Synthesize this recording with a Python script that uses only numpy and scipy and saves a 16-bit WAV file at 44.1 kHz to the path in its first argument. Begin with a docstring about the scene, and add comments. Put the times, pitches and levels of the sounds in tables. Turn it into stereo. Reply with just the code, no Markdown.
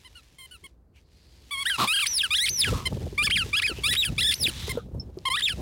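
"""An eager dog in a meadow

A dog trots through grass over a light, rumbling wind. Its tight throat makes high, gliding
whines that break into whistles, and its slack vocal folds flap in one gruff bark.
It pushes up against the camera: fur rubs and bumps the microphone openings,
mostly the left one, and a collar tag clinks."""
import sys
import numpy as np
from scipy import signal
from scipy.fft import rfft, irfft, next_fast_len
from scipy.io import wavfile
from scipy.ndimage import uniform_filter1d, minimum_filter1d, map_coordinates

SR = 44100
rng = np.random.default_rng(int(sys.argv[2]) if len(sys.argv) > 2 else 0)


def unload_audio(sound):
    """Save the sound as a 16-bit wav file, at the path given as the first command line argument."""
    columns = np.transpose(np.atleast_2d(sound))
    # keep every value between -1 and 1, then stretch to whole-number steps
    steps = np.round(np.clip(columns, -1, 1) * 32767)
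    wavfile.write(sys.argv[1], SR, steps.astype(np.int16))


N = 247401
TOP_HZ = 16200

# how the throat colours the voice: pitch_hz, level_db
THROAT = [(1900, -2.5), (2500, 0.5), (3200, -4.5), (3800, -2), (4400, -6.5), (5100, -5.5), (6200, -18.5),
          (7600, -15), (9500, -5), (11000, -16), (13000, -24.5), (15500, -19.5)]
# the two microphone openings hear differently: pitch_hz, left_over_right_db
MIC_BALANCE = [(1200, 0.5), (2000, 2.5), (3000, 8.5), (4800, 11.5), (6200, -1), (8000, -13), (10000, -13.5),
               (15000, -19.5)]


def amp(db):
    """Turn decibels into a gain."""
    return 10 ** (np.asarray(db) / 20)


def unit(x):
    """Scale to an average strength (rms) of 1."""
    return x / np.sqrt(np.mean(x ** 2) + 1e-20)


def along(points, hz):
    """Read (pitch_hz, value) points at hz, on a log scale of pitch."""
    pitches, values = np.transpose(points)
    return np.interp(np.log(hz + 1), np.log(pitches), values)


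def curves(rows, t):
    """Read each column after the first (time_s) at the times t."""
    times, *columns = np.transpose(rows)
    return [np.interp(t, times, column) for column in columns]


def wobble(rate, size):
    """A smooth curve through `rate` random values a second."""
    return map_coordinates(rng.standard_normal(int(size * rate / SR) + 4), [np.arange(size) * rate / SR])


def filtered(x, response):
    """Scale each frequency in x by response(hz)."""
    size = x.shape[-1]
    padded = next_fast_len(size + 8192)
    return irfft(rfft(x, padded) * response(np.fft.rfftfreq(padded, 1 / SR)), padded)[..., :size]


def pan(balance_db):
    """Left and right gains with the same total power; positive leans left."""
    ratio = amp(np.atleast_1d(balance_db))
    return np.array([ratio, np.ones_like(ratio)]) * np.sqrt(2 / (1 + ratio ** 2))


def noise(colour, alike, size):
    """Stereo noise shaped by (pitch_hz, level_db) points; both sides have the share `alike` in common."""
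    common = np.sqrt(alike) * rng.standard_normal(size)
    separate = np.sqrt(1 - alike) * rng.standard_normal((2, size))
    return unit(filtered(common + separate, lambda hz: amp(along(colour, hz))))


def at_mics(x):
    """Give a sound the colour of each microphone opening."""
    return filtered(x, lambda hz: pan(along(MIC_BALANCE, hz)))


def swell(t, middle_s, half_length_s):
    """A bell-shaped rise and fall."""
    return np.exp(-((t - middle_s) / half_length_s) ** 2)


def add(out, start_s, x):
    """Mix x into out from start_s on."""
    part = out[:, round(start_s * SR):][:, :x.shape[-1]]
    part += x[..., :part.shape[1]]


def wind(boost_db=2.0):
    """Wind buffets both microphone openings with a low rumble."""
    # wind strength: time_s, level_db
    strength = [(1.1, -58), (2.3, -50)]
    # wind colour: pitch_hz, level_db
    colour = [(25, -27.5), (60, 2), (110, -9), (200, -18), (400, -21), (1500, -40.5), (3000, -56.5)]
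    level_db, = curves(strength, np.arange(N) / SR)
    return amp(level_db + boost_db) * noise(colour, 0.59, N) * pan(6.8)


def background_hiss(boost_db=1, grain_db=2.5):
    """A fine, grainy background hiss and rustle that briefly cuts out in quiet gaps."""
    # loudness of the hiss, with its brief dips: time_s, level_db
    loudness = [(0, -59), (0.68, -64.5), (0.76, -86), (0.92, -101), (0.96, -61.5), (1.06, -76), (1.11, -67),
                (1.48, -59), (1.77, -40), (2.56, -50), (2.68, -32), (2.9, -50), (3.2, -52), (3.45, -44),
                (4.28, -49), (4.68, -38), (4.88, -71), (5.13, -71), (5.29, -58), (5.61, -47.5)]
    # hiss colour: pitch_hz, level_db
    colour = [(290, -19), (500, -28), (819, -15), (880, -8.5), (1230, -11.5), (1340, -12.5), (1720, -8),
              (3440, -5.5), (5630, -9), (13800, -21), (16000, -25.5)]
    level_db, = curves(loudness, np.arange(N) / SR)
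    grains = unit(amp(grain_db * wobble(600, N) + wobble(40, N)))
    return amp(level_db + boost_db) * grains * at_mics(noise(colour, 0.043, N))


def dog_note(start_s, pitch, level_db, lift_db, muzzle_hz, bright_db_per_octave, side_db,
             breath_db=-28, fade_s=0.0063, muzzle_db=14, muzzle_width_hz=430):
    """The vocal folds sing a base tone with overtones, turning rough where the pitch breaks."""
    # the voice is reedy when low, a whistle when high: pitch_hz, level_db, base_over_overtones_db
    register = [(1006, -3, -10.5), (1270, -2.54, -8.5), (1500, -1, -14), (1620, 0, -4.5), (1990, -5.7, 0),
                (2700, 0.4, 16.5), (3400, 0, 21.5), (3720, -1.5, 14), (4850, -1, -1.5), (5760, -8.5, 6.5),
                (5660, -8.5, 18.5)]
    # sound bends round the camera and reaches the left side later: pitch_hz, delay_ms
    left_delay = [(1400, 0.31), (2500, 0.52), (3400, 0.597), (5000, 0.4666)]
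    # the dog comes round to the side: time_s, share_of_delay
    aside = [(2.0, 0.19), (2.6, 0.903)]
    size = len(pitch)
    t = start_s + np.arange(size) / SR
    pitch = uniform_filter1d(pitch, size=200, mode="nearest")
    register_hz, loud_db, purity_db = np.transpose(register)
    level = amp(level_db + np.interp(pitch, register_hz, loud_db))
    # lift_db shifts the balance towards the base tone, in the low voice only
    low_voice = np.clip((2400 - pitch) / 600, 0, 1)
    purity = amp(np.interp(pitch, register_hz, purity_db) + lift_db * low_voice)
    overtones = level / np.hypot(1, purity)
    glide = np.abs(np.gradient(np.log2(pitch))) * SR  # octaves a second
    breaking = np.abs(uniform_filter1d(np.clip(glide / 60, 0, 1) ** 2, size=300))
    jitter = .002 + .014 * np.sqrt(breaking)
    pitch = pitch * (1 + jitter * wobble(1400, size) + 1.6 * jitter * wobble(220, size))
    harmonics = np.arange(1, 17)[:, None]
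    hz = harmonics * pitch
    # overtones swell as they sweep past the pitch at which the muzzle rings
    ring_db = muzzle_db / (1 + ((hz - muzzle_hz) / muzzle_width_hz) ** 2)
    colour_db = along(THROAT, hz) + bright_db_per_octave * np.log2(hz / 3000) + ring_db
    flicker_db = 2 * np.array([wobble(70, size) for _ in harmonics])
    gain = amp(colour_db + flicker_db) * (hz < TOP_HZ)
    gain *= overtones / np.sqrt(np.sum(gain[1:] ** 2, axis=0) + 1e-12)
    gain[0] = purity * overtones
    phase = harmonics * 2 * np.pi * np.cumsum(pitch) / SR + rng.uniform(0, 2 * np.pi, harmonics.shape)
    # on quick glides the high overtones fall out of step and smear into rasp
    smear = 3.5 * breaking ** .25 * np.clip(hz / 4000 - 1, 0, .5)
    phase += smear * np.array([wobble(600, size) for _ in harmonics])
    delay_s = curves(aside, t)[0] * along(left_delay, hz) / 1000
    balance_db = along(MIC_BALANCE, hz) + side_db * np.minimum(hz / muzzle_hz, 1)
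    left, right = np.sqrt(2) * gain * pan(balance_db)
    voice = np.sum([left * np.sin(phase - 2 * np.pi * hz * delay_s), right * np.sin(phase)], axis=1)
    voice *= 1 + (0.009 + 0.38 * breaking) * wobble(1500, size)  # roughness
    voice *= 1 + (.11 + .35 * np.sqrt(breaking)) * wobble(150, size)  # slower flutter
    # air hisses through the tight throat, most at the breaks
    air = level * amp(breath_db + 5.6 * breaking) * at_mics(noise([(900, -39)] + THROAT, 0.72, size))
    fade = np.clip(np.minimum(t - t[0], t[-1] - t) / fade_s, 0, 1)
    return (voice + air) * np.sin(np.pi / 2 * fade) ** 2


def whimpers(scoop_share=0.16, scoop_s=0.005, droop_share=0.17, droop_s=0.01):
    """Short notes scoop up, dip a little in the middle and droop away."""
    # whimpers: start_s, length_s, pitch_hz, dip_share, level_db,
    # lift_db, muzzle_hz, bright_db_per_octave, side_db
    notes = [(0.044, 0.039, 1063, 0.005, -42.5, -4.5, 3230, -0.8, 6),
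             (0.382, 0.084, 1144, 0.09, -39.5, -9.5, 2930, 2.5, -3.5),
             (0.636, 0.036, 1137, 0.0024, -38, -7, 2890, 1, -4.5),
             (1.507, 0.131, 1203, 0.1, -24, -4.5, 3110, -0.5, -1),
             (2.852, 0.029, 1110, 0.0034, -19, -6, 2900, -1, -1),
             (4.689, 0.035, 1117, 0.0068, -26, -0.5, 2370, 5.5, -3.5),
             (5.251, 0.043, 1099, 0.0017, -17.5, 10, 3300, -1, 3)]
    out = np.zeros((2, N))
    for start_s, length_s, pitch_hz, dip_share, level_db, *tone in notes:
        t = np.arange(0, length_s, 1 / SR)
        scoop = scoop_share * np.exp(-t / scoop_s)
        dip = dip_share * np.sin(np.pi * t / length_s)
        droop = droop_share * np.exp((t - length_s) / droop_s)
        add(out, start_s, dog_note(start_s, pitch_hz * (1 - scoop - dip - droop), level_db, *tone))
    return out


def meadow_echo(x, fade_s=0.05, echo_db=-15):
    """A faint, short echo scatters off the ground and the person holding the camera."""
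    t = np.arange(SR // 4) / SR
    tail = rng.standard_normal((2, len(t))) * amp(-60 * t / fade_s) * (t > .003)
    return signal.fftconvolve(x, amp(echo_db) * tail / np.linalg.norm(tail[0]), axes=1)[:, :N]


def squeals(from_hz=1420, end_hz=1249, trail_db=-11.5, jerks=4, jerk_depth=0.9):
    """The voice leaps to its top, sags, falls in jerks and trails off."""
    # squeals: start_s, leap_s, hold_s, fall_s, tail_s, top_hz, sagged_hz, level_db,
    # lift_db, muzzle_hz, bright_db_per_octave, side_db
    notes = [(0.151, 0.0096, 0.017, 0.0023, 0.036, 1485, 1455, -43, 0, 3230, -2, 5),
             (0.508, 0.0079, 0.022, 0.0093, 0.032, 1505, 1470, -40.5, -2, 3130, 1.5, -3.5),
             (1.652, 0.017, 0.037, 0.012, 0.069, 1925, 1966, -19.5, 0.5, 3100, -1, 1.5),
             (2.056, 0.012, 0.12, 0.059, 0.038, 6060, 4850, -20.5, 5, 3000, 1, 3.5),
             (2.479, 0.012, 0.13, 0.043, 0.049, 6233, 4966, -16, 13.5, 2940, 1.3, 6),
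             (3.297, 0.018, 0.025, 0.058, 0.056, 3450, 3277, -13.5, 4, 2670, -5, 4.5),
             (3.615, 0.019, 0.039, 0.021, 0.054, 2606, 2542, -20, 8, 2500, -3.7, -1.5),
             (3.947, 0.016, 0.046, 0.06, 0.043, 3830, 3860, -20, 3.5, 2930, 3, -1),
             (4.331, 0.0096, 0.1, 0.05, 0.024, 6150, 4810, -21, 1.5, 3020, 4, -0.5),
             (5.403, 0.016, 0.022, 0.071, 0.041, 3890, 3800, -21, 4, 3030, -1.5, 4.5)]
    out = np.zeros((2, N))
    for start_s, leap_s, hold_s, fall_s, tail_s, top_hz, sagged_hz, level_db, *tone in notes:
        t = np.arange(0, hold_s + fall_s + tail_s, 1 / SR)
        stages = [t / hold_s, (t - hold_s) / fall_s, (t - hold_s - fall_s) / tail_s]
        held, fallen, trailed = np.clip(stages, 0, 1)
        turn = 2 * np.pi * jerks
        jerky = fallen - jerk_depth * np.sin(turn * fallen) / turn
        # the pitch catches on a ledge, then lands in the low voice
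        ledge_hz, land_hz = min(sagged_hz, 3760), min(sagged_hz, 1674)
        arch = np.interp(jerky, [0, 0.24, 0.42, 1], [sagged_hz, ledge_hz, ledge_hz, land_hz])
        arch += (top_hz - sagged_hz) * (1 - held ** 2.6) + (end_hz - land_hz) * trailed ** 0.93
        pitch = arch + (from_hz - arch) * swell(t, 0, leap_s)
        # the strained voice shakes and rasps on the way down
        strain = np.sin(np.pi * fallen)
        pitch *= 1 + 0.015 * strain * wobble(200, len(t))
        rasp = 1 + 0.25 * strain * wobble(900, len(t))
        add(out, start_s, rasp * dog_note(start_s, pitch, level_db + trail_db * trailed ** 2, *tone))
    return out


def paws(half_length_s=0.018):
    """Paws land in the grass with dull puffs."""
    # paw falls: middle_s, level_db
    steps = [(0.35, -64), (0.648, -53), (1.43, -59.5)]
    t = np.arange(N) / SR
    puffs = sum(amp(level_db) * swell(t, middle_s, half_length_s) for middle_s, level_db in steps)
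    return puffs * noise([(80, 3.5), (200, -6), (380, 6), (700, -19.5), (2000, -42)], 0.38, N)


def breaths_and_brushes():
    """The dog's breathy puffs and snorts, and brushes through grass: swells of hiss around one pitch."""
    # swells of hiss: middle_s, half_length_s, level_db, pitch_hz, width_hz
    swells = [(0.974, 0.026, -62.5, 2600, 900), (1.303, 0.23, -67, 4500, 1000),
              (2.769, 0.061, -39.5, 1120, 358), (3.785, 0.031, -43.5, 2770, 500),
              (4.634, 0.12, -41.5, 3620, 905), (4.788, 0.025, -45.5, 1360, 300)]
    out = np.zeros((2, N))
    for middle_s, half_length_s, level_db, pitch_hz, width_hz in swells:
        t = np.arange(-2 * half_length_s, 2 * half_length_s, 1 / SR)
        hiss = rng.standard_normal(len(t))
        band = unit(filtered(hiss, lambda hz: 1 / (1 + ((hz - pitch_hz) / width_hz * 1.67) ** 4)))
        puff = amp(level_db) * swell(t, 0, half_length_s) * band
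        add(out, middle_s + t[0], puff * pan(along(MIC_BALANCE, pitch_hz)))
    return out


def bark(flap_hz=122, ring_db=-3, rasp_db=-3, chest_db=-13):
    """Slack vocal folds flap unevenly; each puff rings the throat while the chest hums along."""
    # course of the bark: time_s, level_db, throat_hz
    course = [(1.775, -64.5, 1000), (1.784, -26.5, 1003), (1.8, -21.5, 1246), (1.825, -20.5, 1152),
              (1.849, -22, 1019), (1.859, -31, 1057), (1.878, -42, 1140)]
    # rasp colour: pitch_hz, level_db
    colour = [(53, -50), (90, -4.5), (556, -14.5), (1240, -8), (1540, -21), (3830, -7), (6160, -25.5),
              (6720, -22), (16000, -28)]
    t = np.arange(course[0][0], course[-1][0], 1 / SR)
    size = len(t)
    level_db, throat_hz = curves(course, t)
    cycles = np.cumsum(flap_hz * (1 + 0.14 * wobble(150, size))) / SR
    puffs = unit(uniform_filter1d(1.1 + np.exp(-3 * (cycles % 1)), size=30))
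    ring = amp(ring_db) * unit(np.sin(2 * np.pi * np.cumsum(throat_hz) / SR + 1.7 * wobble(250, size)))
    rasp = amp(rasp_db) * at_mics(noise(colour, 0.87, size))
    chest = amp(chest_db) * unit(np.sin(2 * np.pi * cycles) + 0.88 * np.sin(4 * np.pi * cycles))
    out = np.zeros((2, N))
    add(out, t[0], amp(level_db) * (puffs * (ring + rasp) + chest))
    return out


def whines():
    """Long notes at a steady effort climb, waver and collapse."""
    # one tune per whine, each a list of: time_s, pitch_hz
    tunes = [
        [(1.872, 1083), (1.886, 1221), (1.924, 1330), (1.94, 1615), (1.954, 1614), (1.964, 1390), (1.974, 1630),
         (1.988, 1600), (1.996, 1243), (2.008, 1616), (2.026, 1220), (2.05, 1067)],
        [(2.304, 1110), (2.316, 1223), (2.336, 1252), (2.352, 1697), (2.376, 2110), (2.384, 1604),
         (2.414, 1925), (2.43, 1980), (2.446, 2200), (2.454, 2111), (2.464, 1603), (2.475, 1475)],
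        [(3.176, 1050), (3.188, 1183), (3.222, 1211), (3.244, 1720), (3.26, 1767), (3.272, 1214), (3.286, 1020)],
        [(3.528, 1120), (3.558, 1356), (3.57, 1630), (3.586, 1712), (3.592, 1510), (3.605, 1000)],
        [(3.833, 1097), (3.865, 1255), (3.879, 1403), (3.887, 1732), (3.905, 1716), (3.913, 1952),
         (3.927, 1927), (3.933, 1619), (3.941, 1185), (3.945, 982)],
        [(4.178, 1111), (4.202, 1420), (4.21, 1732), (4.226, 2095), (4.234, 1605), (4.25, 1784), (4.262, 1673),
         (4.276, 1886), (4.294, 1680), (4.306, 1826), (4.327, 1306)],
        [(5.298, 970), (5.306, 1037), (5.33, 1068), (5.356, 1258), (5.38, 1960), (5.39, 1920), (5.404, 1055)],
    ]
    # tone of each whine: level_db, lift_db, muzzle_hz, bright_db_per_octave, side_db
    tones = [(-14, -9, 3150, -0.35, -1.5), (-14.5, -7, 3170, -2, 3), (-19, -1, 2500, -1, 3.5),
             (-17.5, -3, 2580, -4, 4), (-19, -3, 3105, 1.2, -2), (-18, -7.5, 3000, -1, -4.5),
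             (-20, 8, 3340, -0.5, 0.5)]
    out = np.zeros((2, N))
    for tune, tone in zip(tunes, tones):
        t = np.arange(tune[0][0], tune[-1][0], 1 / SR)
        add(out, t[0], dog_note(t[0], curves(tune, t)[0], *tone))
    return out


def voice_cracks(half_length_s=0.0096):
    """The vocal folds lose their rhythm for a moment and spit noise through the throat."""
    # hoarse cracks: middle_s, level_db
    cracks = [(2.065, -26), (2.187, -36), (2.474, -24.5), (2.622, -32), (3.934, -24), (4.325, -23),
              (4.44, -43.5), (5.402, -41.5)]
    t = np.arange(N) / SR
    bursts = sum(amp(level_db) * swell(t, middle_s, half_length_s) for middle_s, level_db in cracks)
    return bursts * at_mics(noise([(900, -39.5)] + THROAT, 0.26, N))


def coat_rub(touch_s=2.34, resting_db=-47.5, boost_db=0.5, lumps_db=3, slips_db=-12):
    """The coat comes to rest on the camera and drags in lumps over the left opening."""
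    # shoves of the coat: middle_s, half_length_s, level_db
    shoves = [(2.517, 0.017, -34.5), (2.727, 0.085, -23), (2.915, 0.06, -29), (2.999, 0.11, -29),
              (3.28, 0.1, -34.5), (3.44, 0.14, -37.5), (3.77, 0.093, -36), (3.915, 0.043, -33.5),
              (4.111, 0.032, -27), (4.212, 0.11, -35.5), (4.442, 0.083, -35), (4.697, 0.21, -34.5),
              (4.975, 0.052, -30), (5.075, 0.032, -37), (5.3, 0.03, -45), (5.616, 0.084, -30.5)]
    # colour of the rubbed case: pitch_hz, level_db
    case_colour = [(25, -32), (55, 3.5), (105, 4), (250, -9), (470, -35.5), (750, -64), (2000, -62.5)]
    t = np.arange(N) / SR
    resting = amp(resting_db) * np.clip((t - touch_s) / 0.15, 0, 1)
    shove_power = sum((amp(db) * swell(t, middle_s, half_s)) ** 2 for middle_s, half_s, db in shoves)
    pressure = np.sqrt(resting ** 2 + shove_power)
    drag = unit(noise(case_colour, 0.44, N) * amp(lumps_db * wobble(30, N)))
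    # tufts catch and slip: spiky scuffs in the hollow of the case
    hollow = noise([(120, -25), (300, 0), (480, 0), (900, -15), (2000, -45)], .6, N)
    slips = unit(hollow * amp(5.5 * wobble(90, N)))
    return amp(boost_db) * pressure * (drag * pan(14) + amp(slips_db) * slips * pan(17))


def bumps(fade_s=0.05, rise_s=0.0012, boost_db=1, scuff_db=-10):
    """Soft blows make the camera's case ring briefly, with a dull scuff."""
    # blows: start_s, level_db, pitch_hz
    blows = [(2.726, -21, 476), (2.768, -44, 199), (2.925, -19, 211), (3.018, -42, 197), (3.126, -29, 388),
             (3.459, -31, 406), (3.697, -28.5, 448), (3.713, -27, 334), (3.786, -28, 406),
             (4.121, -26, 248), (4.48, -26, 342), (4.68, -25.5, 431), (4.752, -25, 244.5),
             (4.773, -15.5, 474), (5.171, -25.5, 373)]
    scuff_colour = [(100, 3.5), (500, -4.0), (800, -5), (1300, -16.5), (2200, -61), (8000, -33.5)]
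    out, t = np.zeros((2, N)), np.arange(SR // 8) / SR
    shape = amp(-60 * t / fade_s) * (1 - np.exp(-t / rise_s))
    for start_s, level_db, pitch_hz in blows:
        ring = np.sin(2 * np.pi * pitch_hz * t + 0.36 * wobble(170, len(t)))
        scuff = amp(scuff_db) * noise(scuff_colour, 0.12, len(t))
        add(out, start_s, amp(level_db + boost_db) * (ring + scuff) * shape * pan(4.5))
    return out


def collar_tag():
    """The collar tag rings once, then ticks."""
    # clinks: start_s, level_db, pitch_hz, fade_s (time to drop 60 dB)
    clinks = [(4.997, -24, 5330, 0.062), (5.188, -24.5, 4770, 0.002)]
    out, t = np.zeros((2, N)), np.arange(SR // 8) / SR
    for start_s, level_db, pitch_hz, fade_s in clinks:
        ring = np.sin(2 * np.pi * pitch_hz * t + .4 * wobble(300, len(t)))
        shape = amp(-60 * t / fade_s) * (1 - np.exp(-30 * t / fade_s))
        add(out, start_s, amp(level_db) * ring * shape * pan(20))
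    return out


def scene():
    """The dog's voice and its echo, over wind, hiss, rubbing and knocks."""
    dog = whimpers() + whines() + squeals() + voice_cracks() + amp(-1.0) * bark()
    voice = dog + meadow_echo(dog)
    airy = background_hiss() + breaths_and_brushes() + wind()
    return voice + airy + coat_rub() + paws() + bumps() + collar_tag()


def record(dry, ceiling=0.29):
    """The camera turns loud peaks down and keeps nothing above TOP_HZ."""
    needed = np.minimum(1, ceiling / (np.abs(dry).max(axis=0) + 1e-9))
    gain = uniform_filter1d(minimum_filter1d(needed, size=200), size=150)
    return filtered(dry * gain, lambda hz: hz < TOP_HZ)


dry = scene()
out = record(dry)
unload_audio(out)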